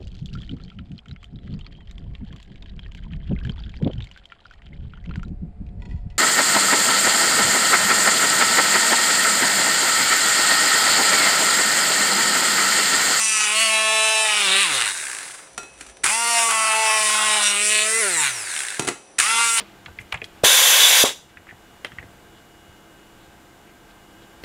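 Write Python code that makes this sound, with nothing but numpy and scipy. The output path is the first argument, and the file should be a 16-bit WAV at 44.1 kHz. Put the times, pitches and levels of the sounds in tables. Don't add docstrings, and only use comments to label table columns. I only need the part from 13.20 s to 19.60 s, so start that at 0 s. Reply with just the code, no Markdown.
import sys
import numpy as np
from scipy import signal
from scipy.fft import rfft, irfft
from scipy.io import wavfile
from scipy.ndimage import uniform_filter1d

SR = 44100
rng = np.random.default_rng(int(sys.argv[2]) if len(sys.argv) > 2 else 0)


def int16_out(signal):
    q = np.round(np.clip(np.atleast_2d(signal).T, -1, 1) * 32767)
    wavfile.write(sys.argv[1], SR, q.astype(np.int16))


N = 282240
TIME = np.arange(N) / SR


def from_db(db):
    return 10 ** (np.asarray(db) / 20)


def rms_one(x):
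    return x / np.sqrt(np.mean(x ** 2) + 1e-20)


def evened(x):
    running_power = np.abs(uniform_filter1d(x ** 2, size=2400))
    return x / np.sqrt(running_power + 1e-4 * np.mean(x ** 2))


def in_time(rows):
    s, *columns = np.transpose(sorted(map(tuple, rows)))
    return [np.interp(TIME, s, c) for c in columns]


def coloured(x, spectrum):
    size = 4096
    hz, db = np.transpose(spectrum)
    bin_hz = np.arange(size // 2 + 1) * SR / size
    bin_db = np.interp(np.log(bin_hz + 1), np.log(hz), db)
    cepstrum = irfft(np.log(from_db(bin_db)))[:size // 2]
    cepstrum[1:] *= 2
    response = irfft(np.exp(rfft(cepstrum, size)))
    return signal.oaconvolve(x, response)[:N]


def noise(spectrum):
    return rms_one(coloured(rng.standard_normal(N), spectrum))


def drift(rate):
    steps = rng.standard_normal(4000)
    return rms_one(np.interp(TIME * rate, np.arange(len(steps)), steps))


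def dying_noise(t60):
    t = TIME[:SR // 2]
    modes = rfft(rng.standard_normal(len(t)) * from_db(-60 * t / t60))
    flat = irfft(modes / (np.abs(modes) + 1e-12), len(t))
    response = flat * from_db(-15 * t / t60)
    return response / np.linalg.norm(response)


def resonance(hz, centre_hz, width_hz):
    return 1 / np.sqrt(1 + (2 * (hz - centre_hz) / width_hz) ** 2)


def moving_ring(x, centre_hz, width_hz, size=256):
    radius = np.exp(-np.pi * width_hz / SR) * np.ones(N)
    out, state = np.zeros(N), np.zeros(2)
    for i in range(0, N, size):
        r = radius[i]
        zeros = np.array([1, 0, -1]) * (1 - r * r) / 2
        poles = [1, -2 * r * np.cos(2 * np.pi * centre_hz[i] / SR), r * r]
        out[i:i + size], state = signal.lfilter(zeros, poles, x[i:i + size], zi=state)
    return out


def fixed_ring(x, centre_hz, width_hz):
    return moving_ring(x, np.full(N, centre_hz), width_hz, size=N)


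def ramp(at, length_s):
    return np.clip((TIME - at) / length_s + .5, 0, 1)


def spell(start, end):
    edge_s = .04
    return ramp(start, edge_s) * (1 - ramp(end, edge_s))


def spells(rows):
    return sum(from_db(db) * spell(start, end) for start, end, db in rows)


# (frequency [Hz], relative density [dB])
ROOM_SPECTRUM = [(15, -24), (25, -13), (90, -13), (134, -8), (206, -8), (301, -8), (439, -2), (545, -12),
                 (641, -3.5), (1190, -12.5), (4140, -21), (5570, -21), (6050, -14), (6560, -30),
                 (9570, -15.5), (16000, -53)]
# (frequency [Hz], rms level [dB])
STEADY_TONES = [(296.1, -68), (538.3, -60.5), (5879, -61)]


def background():
    room = from_db(-51.5) * noise(ROOM_SPECTRUM)
    tones = sum(np.sqrt(2) * from_db(db) * np.sin(2 * np.pi * hz * TIME) for hz, db in STEADY_TONES)
    return room + tones


def kitchen(x, t60, wet_db):
    tail = np.concatenate([np.zeros(int(.006 * SR)), dying_noise(t60)])
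    return x + from_db(wet_db) * signal.oaconvolve(x, tail)[:N]


# (time [s], crack level [dB], table thud level [dB], bowl ring drive [dB])
KNOCKS = [(2.378, -22.5, -27.5, -41), (2.431, -37, -38, -51), (2.609, -30, -41.5, -56),
          (2.664, -39, -49, -66), (2.697, -42, -52, -70), (2.769, -38, -66, -78), (2.835, -23, -55, -70),
          (2.841, -9.5, -34, -43), (2.861, -11, -48, -55), (3.308, -11, -52, -53),
          (5.5945, -14.5, -18.5, -41), (5.621, -27, -32, -49), (5.648, -24, -31, -63),
          (5.671, -21, -30, -62), (5.676, -15, -25.5, -44.5), (5.686, -14.5, -23, -64),
          (5.987, -7.5, -33.5, -58.5), (6.000, -5, -50, -51), (6.112, -14, -56, -65)]


def blows(column, t60, rise_s):
    out = np.zeros(N)
    for s, *levels_db in KNOCKS:
        at = int(s * SR)
        t = TIME[:min(N - at, SR // 2)]
        out[at:at + len(t)] += from_db(levels_db[column] - 60 * t / t60) * (1 - np.exp(-t / rise_s))
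    return out


# (frequency [Hz], relative density [dB])
CRACK_SPECTRUM = [(200, -23), (700, -34), (1300, 4), (2500, -0.5), (5000, -8), (8500, -0.5), (16000, -11)]
THUD_SPECTRUM = [(40, -25), (120, 6.5), (200, -3.5), (390, 8.5), (560, -4.5), (850, 2.5), (1400, -10),
                 (3000, -14.5)]
# (start [s], end [s], level before its flutter [dB])
SHUFFLE = [(2.28, 2.58, -57), (2.59, 2.71, -48)]
# (start [s], end [s], level [dB])
SHIFTING = [(2.3, 2.95, -61.5)]
# (frequency [Hz], relative density [dB])
SHIFT_SPECTRUM = [(20, -16), (58, 5), (95, -14), (300, -45)]


def bowl():
    shuffle = spells(SHUFFLE) * from_db(3.8 * drift(190))
    crack = (blows(0, t60=0.028, rise_s=0.00052) + shuffle) * noise(CRACK_SPECTRUM)
    thud = blows(1, t60=0.087, rise_s=0.00037) * noise(THUD_SPECTRUM)
    return crack + thud + spells(SHIFTING) * noise(SHIFT_SPECTRUM)


# (frequency [Hz], level re the knock's ring drive [dB], decay by 60 dB [s])
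BOWL_MODES = [(382, -3, .3), (1384, 8, .27), (2568, 3, .5), (3601, -8, .2), (4037, -5, .3), (5803, 4, .2),
              (7817, -2, .27)]


def china():
    s, _, _, ring_db = np.transpose(KNOCKS)
    out = np.zeros(N)
    for hz, db, t60 in BOWL_MODES:
        clicks = np.full(N, 1e-18)
        clicks[(s * SR).astype(int)] = from_db(ring_db + db + rng.normal(0, 1, len(s)))
        r, w = from_db(-60 / (t60 * SR)), 2 * np.pi * hz / SR
        out += signal.lfilter([0, np.sin(w)], [1, -2 * r * np.cos(w), r * r], clicks)
    return out


# (press [s], release [s], the rattling shaft settles [s],
# dry friction [turns per s per s], speed lost to the pieces [turns per s])
BURSTS = [(-1, 1.42, 1.705, 143, 72), (2.838, 4.8, 5.095, 186, 46), (5.984, 7, 7.3, 188, 45)]


def by_burst(tables):
    curves = in_time(tables[0])
    for (press, *_), rows in zip(BURSTS, tables):
        curves = np.where(TIME >= press, in_time(rows), curves)
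    return curves


# (time [s], speed [turns per s])
POWERED_SPEED = [
    [(0.0, 222.1), (0.292, 210.8), (0.418, 223.4), (0.502, 218.9), (1.012, 218.4), (1.114, 211.1),
     (1.166, 210.4), (1.23, 201.4), (1.284, 189.2), (1.388, 196.0), (1.42, 202.5)],
    [(2.98, 231.8), (3.076, 235.0), (3.284, 228.8), (3.324, 223.2), (3.516, 219.2), (3.598, 220.8),
     (3.886, 212.8), (4.014, 215.2), (4.16, 212.2), (4.338, 202.6), (4.494, 212.5), (4.642, 214.4),
     (4.8, 228.2)],
    [(6.15, 230.9), (6.254, 232.3), (6.4, 227.6)],
]
SPIN_UP_S, DRAG_S, SETTLE_S = .032, .115, 0.052


def drive():
    powered, = by_burst(POWERED_SPEED)
    speed, settled = np.zeros(N), np.zeros(N)
    for press, release, settle, friction, drag in BURSTS:
        running = np.maximum(TIME - press, 0)
        coasting = np.maximum(TIME - release, 0)
        lost = friction * coasting + drag * (1 - np.exp(-coasting / DRAG_S))
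        spun_up = powered * (1 - np.exp(-running / SPIN_UP_S))
        speed = np.where(TIME >= press, spun_up - lost, speed)
        settled = np.where(TIME >= press, ramp(settle, SETTLE_S), settled)
    return np.maximum(speed, 0), settled


LAYERS = {"hum": (0.3, -50, 1.0), "drone": (0.68, -49.5, 1.0), "bell": (0.7, -41.5, 0.77),
          "rattle": (-0.92, -37, 1.16), "brush": (0.87, -29.5, 1.25)}
FADE_BELOW_TURNS_PER_S = 67.4


def loudness(layer, running_db, speed, settled):
    gain_db, coasting_db, power = LAYERS[layer]
    fade = np.clip(speed / FADE_BELOW_TURNS_PER_S, 1e-6, 1) ** power
    running = (1 - settled) * from_db(running_db + gain_db)
    return running + settled * from_db(coasting_db) * fade


# (speed [turns per s], roughness before chewing [0-1])
SPEED_ROUGHNESS = [(70, 0.94), (135, 0.65), (200, 0.58), (220, .445), (235, 0.37)]
# (start [s], end [s], added roughness [0-1], added rattle level [dB])
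CHEWING = [(0, .33, 0.19, -1), (0.34, 1.04, -.05, -1.5), (1.06, 1.57, 0.11, 0), (1.57, 1.85, -.08, 0),
           (2.827, 2.916, .3, -0.5), (3.17, 3.22, 0.14, 2.5), (3.294, 3.337, .45, 4.5),
           (3.358, 3.85, 0.05, 0), (3.85, 4.3, 0.12, 0.5), (4.304, 4.423, 0.03, -0.5),
           (4.503, 4.61, 0.1, 1), (4.66, 4.8, 0.08, 1.5), (4.8, 5.0, -.07, 0.5), (5.0, 5.1, -.04, 0),
           (5.977, 6.117, 0.2, 1), (6.12, 6.372, 0.08, -0.5), (6.365, 6.45, 0.37, 1.5)]


def roughness(speed):
    chewing = sum(added * spell(start, end) for start, end, added, _ in CHEWING)
    return np.clip(np.interp(speed, *np.transpose(SPEED_ROUGHNESS)) + chewing, .05, 1)


# (time [s], rms level at speed [dB])
UNBALANCE = [
    [(0.0, -49), (0.188, -55), (0.444, -45), (1.052, -59), (1.29, -42.5), (1.528, -48), (1.55, -48)],
    [(2.92, -49), (3.58, -52), (3.68, -70), (3.82, -50), (3.97, -46), (4.45, -46), (4.59, -50), (4.95, -47)],
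    [(6.04, -60), (6.164, -49), (6.4, -61)],
]


def unbalance(angle, speed):
    db, = by_burst(UNBALANCE)
    fast = np.clip((speed - 80) / 60, 0, 1)
    return np.sqrt(2) * from_db(db) * fast * np.sin(angle)


# (start [s], end [s], peak level [dB])
MAINS_BUZZ = [(3.55, 4.1, -55.5)]


def mains_buzz():
    return spells(MAINS_BUZZ) * np.sin(2 * np.pi * 2 * 60 * TIME)


def blade(turns, speed, rough, low_hz, high_hz, centre_hz, width_hz, count):
    tone = 0
    for order in np.arange(2, count + 1):
        hz = order * speed
        passed = 1 / np.sqrt((1 + (low_hz / hz) ** 32) * (1 + (hz / high_hz) ** 32))
        gain = passed * resonance(hz, centre_hz, width_hz) * from_db(4.0 * drift(11))
        blur = 0.63 * rough * drift(70)
        tone = tone + gain * np.sin(2 * np.pi * (order * turns + rng.random()) + blur)
    cutting = np.clip((speed - 80) / 70, 0, 1)
    return cutting * evened(tone)


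# (time [s], hum level before layer gain [dB], drone level before layer gain [dB])
BLADE_LEVELS = [
    [(0.0, -57, -48), (0.268, -45, -58), (0.356, -44, -35), (0.414, -53.5, -33.5), (0.762, -38.5, -30.5),
     (1.054, -42, -32.5), (1.092, -46, -39), (1.364, -34, -36), (1.444, -47, -50), (1.548, -35.5, -41),
     (1.69, -53, -48)],
    [(2.85, -44, -50), (2.9, -56, -44), (3.08, -42, -41), (3.17, -52, -26), (3.28, -39, -39),
     (3.4, -56, -36), (3.6, -39, -32.5), (4.0, -46, -39.5), (4.18, -40, -35.5), (4.23, -57, -36),
     (4.35, -40.5, -46), (4.68, -38, -34), (4.75, -32, -52), (4.86, -31.5, -36), (5.07, -52, -57)],
    [(6.02, -56, -52), (6.128, -48, -60), (6.196, -46, -54), (6.4, -53, -59)],
]
# (time [s], level before layer gain [dB], resonance [Hz])
BELL = [
    [(0.0, -33.5, 1110), (0.112, -38.5, 1300), (0.188, -31, 1320), (0.54, -29.5, 980), (0.676, -27.5, 990),
     (0.87, -29.5, 950), (1.152, -28.5, 1060), (1.204, -30, 1260), (1.426, -29.5, 1140), (1.69, -33, 1430)],
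    [(2.85, -28.5, 1410), (2.92, -28.5, 910), (3.12, -27, 920), (3.28, -24, 1040), (3.45, -23.5, 960),
     (3.62, -23.5, 910), (3.73, -23, 855), (3.85, -29, 948), (3.99, -24, 862), (4.18, -26, 870),
     (4.24, -27.5, 1380), (4.48, -37.5, 1330), (4.6, -36, 970), (4.69, -32, 1440), (4.97, -35, 1460),
     (5.03, -27.5, 1540), (5.07, -32, 1510)],
    [(6.0, -31.5, 1260), (6.1, -29.5, 1150), (6.14, -27.5, 1170), (6.19, -20.5, 1210), (6.28, -30.5, 1210),
     (6.34, -36.5, 1200), (6.4, -29, 990)],
]
# (frequency [Hz], relative density [dB])
RUMBLE_SPECTRUM = [(60, -31), (130, 2), (250, -16), (400, 11), (520, -9), (800, -7.5)]
SLOSH_SPECTRUM = [(420, -18.5), (550, -2.5), (750, 2), (950, -14)]
CHURN_SPECTRUM = [(550, -25.5), (760, 0.5), (1100, 3), (1500, 8), (1900, -18.5)]


def blade_in_bell(turns, speed, rough, motion):
    hum_db, drone_db = by_burst(BLADE_LEVELS)
    bell_db, bell_hz = by_burst(BELL)
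    churn = rough ** 2 * from_db(3.16 * drift(90))
    hum = blade(turns, speed, rough, 280, 520, 570, 270, count=4)
    hum = evened(hum + 0.86 * churn * noise(RUMBLE_SPECTRUM))
    drone = blade(turns, speed, rough, 560, 750, 810, 200, count=6)
    drone = evened(drone + churn * noise(SLOSH_SPECTRUM))
    bell = blade(turns, speed, rough, 730, 1600, bell_hz, width_hz=277, count=11)
    bell = evened(bell + 1.22 * churn * noise(CHURN_SPECTRUM))
    low = loudness("hum", hum_db, *motion) * hum + loudness("drone", drone_db, *motion) * drone
    return low + loudness("bell", bell_db, *motion) * bell


# (start [s], end [s], multiple of the speed [-], rms level before
# wavering [dB])
BEARING = [(0, 0.336, 4, -44.5), (0.103, .3, 6, -32), (0, .33, 12, -35), (.33, 0.497, 8, -32),
           (.33, .5, 9, -32.5), (0.35, 0.505, 13, -27.5), (0.345, 0.484, 20, -29.5), (.52, 1.04, 6, -36),
           (.52, 1.04, 9, -35), (.52, 1.02, 12, -28), (.52, 1.04, 13, -34), (.52, .72, 15, -36),
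           (.62, 1.03, 16, -32), (.52, 1.032, 18, -31.5), (.55, 1.03, 20, -37), (.52, 1.04, 23, -39),
           (.52, 1.04, 29, -40), (3.0, 3.13, 6, -32), (2.97, 3.23, 9, -36), (3.033, 3.17, 19, -34),
           (3.582, 3.76, 10, -31.5), (3.98, 4.145, 4, -32.5), (4.78, 4.88, 10, -32), (4.82, 4.885, 7, -33),
           (4.91, 4.97, 24, -38), (4.92, 5.0, 12, -28), (4.94, 5.08, 10, -33), (4.97, 5.05, 6, -32),
           (5.02, 5.1, 11, -33), (5.02, 5.085, 17, -31), (6.03, 6.38, 6, -27)]


def ringing_overtones(angle):
    out = 0
    for start, end, order, db in BEARING:
        level = np.sqrt(2) * from_db(db + 1.1 * drift(19)) * spell(start, end)
        out = out + level * np.sin(round(order) * angle + 0.37 * drift(40))
    return out


BARS = 12
FRAME_HZ, FRAME_WIDTH_HZ, FRAME_DB, COMMUTATOR_DB = 2700, 120, -17, -31
# (start [s], end [s], added level re rattle [dB])
FRAME_RINGS = [(.38, 1.05, -18), (3.35, 3.85, -11)]
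# (roughness [0-1], commutator gain [dB])
BREAKS_UP = [(.43, 1.5), (.56, -8)]


def commutator_strength(speed, rough):
    frame = from_db(FRAME_DB) + spells(FRAME_RINGS)
    swell = frame * resonance(BARS * speed, FRAME_HZ, FRAME_WIDTH_HZ) ** 2
    steadiness_db = np.interp(rough, *np.transpose(BREAKS_UP)) + 1.2 * drift(25.7)
    return (from_db(COMMUTATOR_DB) + swell) * from_db(steadiness_db)


# (start [s], end [s], added level re rattle [dB])
KNOCKING = [(0, .2, 2.5), (1.33, 1.42, -5.5), (1.59, 1.7, -2), (1.72, 2.04, -5.5), (4.22, 4.42, 0.5),
            (4.5, 4.62, 1.5), (4.73, 4.8, -3), (4.93, 5.0, -1), (5.0, 5.09, -5), (5.31, 5.43, -5),
            (5.43, 5.58, -9), (6.32, 6.37, 5)]


def coupling_knock_db(speed):
    thrown = np.clip(speed / 38, 0, 1) ** 4
    base_db = -5.5
    return 20 * np.log10(thrown * (from_db(base_db) + spells(KNOCKING)))


def contacts(turns, angle, jitter_s, spread_db):
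    chance = rng.standard_normal((2000, 2))
    s = np.interp(np.arange(int(turns[-1]) - 1) + angle, turns, TIME)
    at = np.clip((s + jitter_s * chance[:len(s), 0]) * SR, 0, N - 2)
    strength = from_db(spread_db * chance[:len(s), 1])
    whole = at.astype(int)
    early = np.bincount(whole, strength * (1 - at + whole), N)
    late = np.bincount(whole + 1, strength * (at - whole), N)
    return early + late


def shaft(turns, knock_db, rough, spectrum, ring_t60, jitter_s, swing_db, tail):
    buzz = 0
    for angle in np.arange(3) / 3:
        clicks = contacts(turns + .012 * drift(5), angle, jitter_s, spread_db=0.5)
        clicks = clicks * from_db(3.0 * drift(5.35))
        buzz = buzz + signal.oaconvolve(clicks, dying_noise(ring_t60))[:N]
    hiss_db = swing_db * np.cos(2 * np.pi * (turns - .15))
    friction = rng.standard_normal(N) * from_db(hiss_db)
    rough = np.clip(rough, .05, .98)
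    rattle = np.sqrt(1 - rough ** 2) * evened(coloured(buzz, spectrum))
    rattle = rattle + rough * evened(coloured(friction, spectrum))
    slow = np.clip((135 - np.gradient(turns) * SR) / 60, 0, 1)
    rebound = 0.4 * slow * contacts(turns, .5, jitter_s, spread_db=1.3)
    clicks = contacts(turns, 0, jitter_s, spread_db=1.3) + rebound
    knock = signal.oaconvolve(clicks, dying_noise(0.0029) + tail * dying_noise(0.011))[:N]
    return evened(rattle + from_db(knock_db) * evened(coloured(knock, spectrum)))


# (frequency [Hz], width [Hz], relative gain [dB])
TUBE = [(1620, 320, 6.5), (2100, 350, -1.5), (2550, 300, -7), (3800, 600, 0)]


def tube(x):
    return sum(from_db(db) * fixed_ring(x, hz, width_hz) for hz, width_hz, db in TUBE)


# (frequency [Hz], relative density [dB])
RATTLE_SPECTRUM = [(1100, -31), (1500, -2.5), (2000, 1), (2700, -1), (3200, -4), (3600, -2.5), (4050, -5),
                   (5000, -8), (6000, -29.5)]
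# (start [s], end [s], drive re rattle [dB])
TUBE_BUZZ = [(.5, 1.25, -8), (1.25, 1.44, -1), (1.5, 1.82, -3), (3.15, 3.3, -4), (3.85, 4.2, -9),
             (4.2, 4.44, -2), (4.5, 4.63, 0), (4.63, 5.1, -1), (6.13, 6.32, 3)]
# (start [s], end [s], added level re rattle before roughness dulls it [dB])
BLADE_CLEAR = [(4.68, 5.09, -11)]


def rattling_housing(turns, speed, rough, knock_db, housing_hz, housing_width_hz):
    rattle = shaft(turns, knock_db, rough, RATTLE_SPECTRUM,
                   ring_t60=0.022, jitter_s=8e-6, swing_db=4.0, tail=0.43)
    fast = np.clip((speed - 90) / 100, 0, 1)
    housing = 2.9 * fast * moving_ring(rattle, housing_hz, housing_width_hz)
    rattle = evened(rattle + housing + (1 - 1.12 * fast) * tube(rattle))
    tube_hz, tube_width_hz, _ = TUBE[-1]
    rattle = evened(rattle + spells(TUBE_BUZZ) * fixed_ring(rattle, tube_hz, tube_width_hz))
    overtones = blade(turns, speed, rough, 1750, 2270, 1900, 1100, count=14)
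    clear = from_db(-11) + spells(BLADE_CLEAR)
    return evened(rattle + clear * (1 - rough) * overtones)


# (start [s], end [s], level before flutter [dB])
SCRAPING = [(1.75, 2.04, -45), (5.26, 5.42, -38.5), (5.42, 5.58, -42.5)]


def scraping(rattle):
    return spells(SCRAPING) * evened(tube(rattle))


CUTOFF_HZ = 16050
# (multiple of its tone [-], relative level before wavering [dB])
WHINE = [(2, -13), (3, -18), (4, -2), (5, -13), (6, -3), (7, -9), (8, 0), (9, -6), (10, -1), (11, -5),
         (12, -2)]


def whine(angle, speed):
    out = 0
    for multiple, db in WHINE:
        order = round(multiple) * BARS
        audible = np.clip((CUTOFF_HZ - order * speed) / 2000, 0, 1)
        level = audible * from_db(db + 1.5 * drift(40))
        out = out + level * np.sin(order * angle + .7 * drift(300))
    wobble = .9 * np.clip((speed - 120) / 60, 0, 1)
    pressure = drift(30) * np.cos(angle) + drift(30) * np.cos(2 * angle)
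    return evened(out * (1 + wobble * pressure))


# (frequency [Hz], relative density [dB])
BRUSH_SPECTRUM = [(450, -25), (1400, -18), (3900, -17), (4900, -4.5), (5700, -5.5), (6600, -2.5),
                  (8500, 1.8), (10500, -2.5), (16000, -3)]
# (start [s], end [s], drive re brush [dB], resonance [Hz], width [Hz])
CHATTER = [(0, 0.257, 11, 6000, 1400), (0, 0.257, 7, 4750, 600), (0.548, 1.15, -7, 5630, 1000),
           (.75, 1.28, -4, 5300, 500), (2.923, 3.198, -7, 5530, 600), (3.58, 3.8, -2, 5360, 500),
           (3.8, 4.2, -3, 5060, 800), (4.1, 4.62, -7, 8300, 1600), (4.233, 4.314, 12, 5350, 1200),
           (4.4, 4.48, -2, 5300, 700), (4.48, 4.647, 0, 6800, 700), (4.68, 4.817, -6, 8650, 1200),
           (4.925, 5.027, 3, 7450, 900), (6.01, 6.316, -2.5, 5300, 800)]
# (start [s], end [s], added level re brush [dB])
SINGING = [(1.52, 1.58, -12), (2.97, 3.15, -13), (4.79, 4.95, -8), (4.95, 5.09, -7), (5.09, 5.22, -3),
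           (5.22, 5.32, -7), (5.32, 5.42, -14), (6.08, 6.2, -9)]


def brushes(turns, angle, speed, rough, settled, knock_db):
    brush = shaft(turns, knock_db + 1.5 - 6 * settled, rough + 0.066, BRUSH_SPECTRUM,
                  ring_t60=0.014, jitter_s=1.2e-5, swing_db=1.0, tail=0.76)
    chatter = 0
    for start, end, db, hz, width_hz in CHATTER:
        chatter = chatter + from_db(db) * spell(start, end) * fixed_ring(brush, hz, width_hz)
    singing = from_db(-15) + spells(SINGING)
    return evened(evened(brush + chatter) + singing * whine(angle, speed))


# (time [s], relative peak level [dB])
TICKS = [(1.407, -10), (1.4324, -8), (1.602, -6), (1.611, -7), (1.62, -8), (1.689, -11), (1.7724, -15),
         (1.949, -16), (1.988, -19), (2.0318, -22), (5.343, -15), (5.368, -12), (5.395, -14), (5.484, -16),
         (5.503, -16)]
# (frequency [Hz], relative density [dB])
TICK_SPECTRUM = [(250, -45), (900, -19), (1600, 2), (2200, -1), (2900, 0), (3900, 0), (5200, -10),
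                 (8500, 0), (16000, -15)]


def ticks(turns):
    s, peak_db = np.transpose(TICKS)
    caught = np.interp(np.round(np.interp(s, TIME, turns)), turns, TIME)
    envelope = 0
    for at, db in zip(caught, peak_db):
        decay_db = 60 * np.clip(TIME - at, 0, 1) / 0.021
        envelope = envelope + from_db(db - 9 - decay_db) * (TIME >= at)
    return envelope * noise(TICK_SPECTRUM)


# (time [s], rattle level before chewing and layer gain [dB],
# housing resonance [Hz], its width [Hz], brush level before layer gain [dB])
CLATTER = [
    [(0.0, -27, 2900, 1500, -21.5), (0.144, -24, 2950, 1500, -21.5), (0.3, -21.5, 2720, 1000, -24.5),
     (0.422, -19.5, 2780, 1500, -21), (0.592, -20.5, 2570, 1500, -25), (1.02, -21, 2730, 1500, -23),
     (1.13, -19.5, 2800, 900, -24.5), (1.24, -20, 3200, 1600, -23), (1.33, -17.5, 3450, 1800, -24.5),
     (1.43, -18, 3180, 1800, -22.5), (1.49, -23.5, 2700, 2200, -26), (1.56, -22, 2900, 2200, -22.5),
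     (1.615, -22, 2700, 1200, -28), (1.65, -23.5, 2400, 1500, -26.5), (1.69, -24, 3300, 1500, -24.5)],
    [(2.89, -23.5, 2550, 1500, -21), (2.97, -27, 2380, 1100, -22.5), (3.11, -25, 2450, 1100, -21.5),
     (3.18, -24, 2320, 1000, -20), (3.29, -28, 2670, 1400, -21), (3.38, -25, 2560, 700, -23),
     (3.53, -22.5, 2500, 650, -24.5), (3.75, -22, 2460, 800, -22), (3.87, -25, 2750, 1710, -21),
     (4.19, -22, 3050, 1810, -23), (4.24, -23, 3500, 1100, -21), (4.39, -22, 2600, 1200, -24.5),
     (4.47, -27, 2750, 1500, -20.5), (4.53, -21.5, 3200, 1500, -22), (4.61, -22, 3200, 1400, -23.5),
     (4.69, -27, 1960, 600, -20.5), (4.8, -26.5, 2050, 600, -21.5), (4.95, -27, 1800, 500, -22.5),
     (5.0, -27, 1800, 600, -19.5), (5.04, -22.5, 2100, 1000, -22), (5.08, -23, 2000, 1200, -25)],
    [(6.02, -25, 2400, 1200, -21), (6.122, -24.5, 2930, 1500, -24.5), (6.25, -20.5, 2080, 900, -21.5),
     (6.328, -28.5, 3240, 1500, -20), (6.4, -23, 3260, 1500, -20)],
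]
# (start [s], end [s], added brush level before flutter [dB])
RUBBING = [(5.28, 5.43, -41)]
LOAD_FLUTTER_DB, LOAD_FLUTTERS_PER_S = 0.68, 15


def blender():
    motion = speed, settled = drive()
    speed = np.maximum(speed, 1) * (1 + .003 * drift(45))
    turns = np.cumsum(speed) / SR
    angle = 2 * np.pi * turns
    rough = roughness(speed)
    knock_db = coupling_knock_db(speed)
    rattle_db, housing_hz, housing_width_hz, brush_db = by_burst(CLATTER)
    rattle_db = rattle_db + sum(db * spell(start, end) for start, end, _, db in CHEWING)

    rattle = rattling_housing(turns, speed, rough, knock_db, housing_hz, housing_width_hz)
    commutator = commutator_strength(speed, rough)
    level = loudness("rattle", rattle_db, *motion) / np.sqrt(1 + commutator ** 2)
    tones = unbalance(angle, speed) + mains_buzz() + blade_in_bell(turns, speed, rough, motion)
    tones += level * np.sqrt(2) * commutator * np.sin(BARS * angle)
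    tones += ringing_overtones(angle)

    brush_level = loudness("brush", brush_db, *motion) + spells(RUBBING)
    brush = brush_level * brushes(turns, angle, speed, rough, settled, knock_db)
    clatter = level * rattle + scraping(rattle) + brush
    flutter = from_db(LOAD_FLUTTER_DB * drift(LOAD_FLUTTERS_PER_S))
    return tones, flutter * clatter + ticks(turns)


def scene():
    tones, clatter = blender()
    in_room = kitchen(clatter + bowl(), t60=0.36, wet_db=-8.5)
    return (in_room + tones + china() + background())[None]


# (frequency [Hz], gain [dB])
MICROPHONE = [(20, -2), (10400, 1), (11100, -7.5), (11750, -27.5), (12400, -15), (16000, -22)]


def record(dry):
    sound = coloured(dry[0], MICROPHONE)
    low_pass = signal.ellip(12, .1, 90, CUTOFF_HZ, fs=SR, output="sos")
    return signal.sosfilt(low_pass, sound)[None]


dry = scene()
out = record(dry)
int16_out(out)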